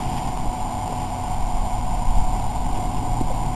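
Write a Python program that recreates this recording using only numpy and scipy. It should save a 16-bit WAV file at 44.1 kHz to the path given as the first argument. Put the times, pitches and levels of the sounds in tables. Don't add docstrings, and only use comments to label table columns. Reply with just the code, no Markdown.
import sys
import numpy as np
from scipy import signal
from scipy.fft import rfft, irfft
from scipy.io import wavfile
from scipy.ndimage import map_coordinates

SR = 44100
rng = np.random.default_rng(int(sys.argv[2]) if len(sys.argv) > 2 else 0)


def master(y):
    cut = np.clip(np.atleast_2d(y).T, -1, 1)
    pcm = np.round(cut * 32767)
    wavfile.write(sys.argv[1], SR, pcm.astype(np.int16))


N = 156555
TIME, FREQS = np.arange(N) / SR, np.fft.rfftfreq(N, 1 / SR)


def amp(db):
    return 10 ** (np.asarray(db) / 20)

def unit(x):
    return x / np.sqrt(np.mean(x ** 2) + 1e-20)

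def curve(points):
    return np.interp(TIME, *np.transpose(points))

def colour(x, spectrum):
    hz, db = np.transpose(spectrum)
    gain = amp(np.interp(np.log(FREQS + .1), np.log(hz), db))
    return unit(irfft(rfft(x) * gain, N))

def drift(hz):
    return unit(irfft(rfft(rng.standard_normal(N)) * (FREQS > 0) / (1 + (FREQS / hz) ** 4), N))

def partial(order, turns):
    return np.sqrt(2) * np.sin(2 * np.pi * (order * turns + rng.random()))


# t/s, f/Hz
CRANK_SPEED = [(0,43.4),(.35,38.7),(.75,34.4),(1.3,30),(1.68,32.8),(1.86,37.5),(2.15,37),(2.45,36.5),(2.78,32.6),(3.0,34.3),(3.2,37.8),(3.55,38.3)]
# multiple of crank rate, relative level/dB
ENGINE_PARTIALS = [(1,3),(1.5,-9.5),(2,-8),(2.5,-11.5),(3,0.5),(3.5,-18.5),(4,-8.5),(4.5,-11),(5,-9),(6,-12.5),(7,-19),(8,-18.5),(12.5,-22)]
# t/s, level/dB
NOTE_LEVEL = [(0,-35.5),(.25,-42),(.5,-40),(.9,-38),(1.3,-35.5),(1.65,-39.5),(1.9,-34.5),(2.2,-34),(2.5,-35.5),(2.85,-37),(3.15,-33.5),(3.55,-36.5)]
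# t/s, level/dB
EXHAUST_LEVEL = [(0,-27.5),(.3,-30.5),(.6,-34),(.9,-31),(1.3,-35),(1.7,-34),(2.1,-40),(2.4,-31.5),(2.5,-36),(2.8,-30),(3.1,-31.5),(3.55,-33)]
# f/Hz, relative level/dB
EXHAUST_SPECTRUM = [(40,3),(70,-0.5),(120,1),(170,-2),(220,-5.5),(290,-4),(400,-12.5),(550,-25),(900,-43),(2000,-46)]

def engine(cylinders=6, puff_floor=.33, puff_decay_cycles=.44):
    turns = np.cumsum(curve(CRANK_SPEED) * (1 + .005 * drift(hz=12))) / SR
    note = sum(amp(db + 2 * drift(hz=8.2)) * partial(order, turns) for order, db in ENGINE_PARTIALS)
    firing_phase = (turns * cylinders / 2) % 1
    puffs = (puff_floor + np.exp(-firing_phase / puff_decay_cycles)) * rng.standard_normal(N)
    chug = colour(puffs, EXHAUST_SPECTRUM)
    return note * amp(curve(NOTE_LEVEL)) + chug * amp(curve(EXHAUST_LEVEL))


# t/s, greatest level/dB, centre f/Hz, width/octaves, decay time/s
ROCK_IMPACTS = [(0.456,-22,382,1,0.007),(0.877,-35,500,1,.005),(.897,-29,290,.6,0.0097),(0.923,-26,600,1,0.0051),(2.355,-30,277,0.3,0.013),(2.782,-32,376.4,0.76,.006),(3.072,-32.5,330,0.49,.010),(3.302,-29,619.5,.4,0.017)]

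def rock_knocks(rise_s=.0036, cutoff_hz=1140):
    out = np.zeros(N)
    for start, db, hz, octaves, decay in ROCK_IMPACTS:
        age = np.maximum(TIME - start, 0)
        band = np.exp(-.5 * (np.log2((FREQS + 1) / hz) / octaves) ** 2)
        band /= 1 + (FREQS / cutoff_hz) ** 10
        body = unit(irfft(rfft(rng.standard_normal(N)) * band, N))
        envelope = np.minimum(age / rise_s, 1) * np.exp(-np.maximum(age - rise_s, 0) / decay)
        out += amp(db) * body * envelope
    return out


def wheel_thump(start_s=3.2105, db=-14.5, hz=277, rise_s=.0017):
    age = np.maximum(TIME - start_s, 0)
    envelope = age / rise_s * np.exp(1 - age / rise_s)
    return amp(db) * envelope * np.sin(2 * np.pi * hz * age)


# t/s, level/dB
STONE_HITS = [(.374,-17),(.878,-16.5),(.999,-22),(2.398,-17),(2.578,-22),(3.211,-25)]
# f/Hz, relative level/dB, decay time/s
STONE_MODES = [(890,-0.5,0.0022),(2700,-11,0.00051)]

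def stone_clicks():
    out = np.zeros(N)
    for start, db in STONE_HITS:
        age = np.maximum(TIME - start, 0)
        for hz, mode_db, decay in STONE_MODES:
            out += amp(db + mode_db) * np.sin(2 * np.pi * hz * age) * np.exp(-age / decay)
    return out


# t/s, level/dB
RUSTLE_LEVEL = [(0,-41),(.25,-43),(.35,-51),(.7,-54),(1,-46),(1.8,-57),(2.6,-69),(3.55,-64)]
# f/Hz, relative level/dB
RUSTLE_SPECTRUM = [(500,-40),(1200,-2.5),(2200,1),(3100,3.5),(4000,-6.5)]
# centre t/s, level/dB
TYRE_SCRAPES = [(.18,-38.5),(.28,-39),(2.765,-40),(2.98,-44)]

def gravel(grains_per_s=2500, spread_db=1, scrape_s=.014):
    clicks = (rng.random(N) < grains_per_s / SR) * rng.choice([-1, 1], N)
    sizes = amp(spread_db * np.minimum(rng.exponential(1, N), 4))
    scrapes = sum(amp(db) * np.exp(-((TIME - at) / scrape_s) ** 2) for at, db in TYRE_SCRAPES)
    envelope = np.hypot(amp(curve(RUSTLE_LEVEL)), scrapes)
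    return colour(clicks * sizes, RUSTLE_SPECTRUM) * envelope


# t/s, level/dB
GUST_LEVEL = [(0,-33),(.6,-23.5),(.85,-38),(1.25,-33.5),(1.42,-21),(1.52,-27),(1.64,-17.5),(1.78,-23),(1.9,-17.5),(2.04,-21.5),(2.12,-13.5),(2.22,-12),(2.33,-26),(2.65,-21),(2.9,-26.5),(3.2,-19.5),(3.55,-29)]
# f/Hz, relative level/dB
WIND_SPECTRUM = [(2,1.5),(7,3.5),(14,0.5),(35,-2),(60,-11.5),(100,-29.5),(200,-23.5),(500,-64.5)]

def wind():
    return colour(rng.standard_normal(N), WIND_SPECTRUM) * amp(curve(GUST_LEVEL))


# harmonic number, level/dB
MOTOR_HARMONICS = [(1,-40.5),(3,-34.5),(4,-43.5),(5,-62),(6,-62.5),(9,-63.5)]
# f/Hz, relative level/dB
CASING_SPECTRUM = [(300,-31),(520,-17),(620,-11.5),(690,-2.5),(780,-3),(840,0.5),(910,-3.5),(1000,-5.5),(1080,-11),(1160,-18.5),(1280,-29),(1800,-32.5)]

def camera_motor(hz=245.85, waver=.0013, whirr_db=-31):
    turns = hz * np.cumsum(1 + waver * drift(hz=9.4)) / SR
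    whine = sum(amp(db) * partial(order, turns) for order, db in MOTOR_HARMONICS)
    whirr = amp(whirr_db) * colour(rng.standard_normal(N), CASING_SPECTRUM)
    return whine + whirr


# f/Hz, relative level/dB
HISS_SPECTRUM = [(200,-6.5),(1300,-1),(1500,1),(1780,-8.5),(2150,4.5),(2500,-1),(2900,0.5),(3400,-4),(4000,-3)]

def microphone_hiss(db=-39.5):
    return amp(db) * colour(rng.standard_normal(N), HISS_SPECTRUM)


def scene():
    truck = engine() + rock_knocks() + wheel_thump() + stone_clicks() + gravel()
    return (truck + wind() + camera_motor() + microphone_hiss())[None]

def low_pass(x, hz):
    return signal.oaconvolve(x, signal.firwin(801, hz, window=("kaiser", 9), fs=SR), "same")

def record(dry, hold_hz=8000, block_s=.063946, wobble_hz=3900, wobble_s=1e-5, cutoff_hz=12720):
    hold_times = TIME - ((TIME % block_s) * hold_hz % 1) / hold_hz
    hold_times += wobble_s * np.sin(2 * np.pi * wobble_hz * hold_times)
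    baseband = low_pass(dry[0], hold_hz / 2)
    steps = map_coordinates(baseband, [hold_times * SR], order=3, mode="nearest")
    return low_pass(steps * signal.windows.tukey(N, .001), cutoff_hz)[None]


dry = scene()
out = record(dry)
master(out)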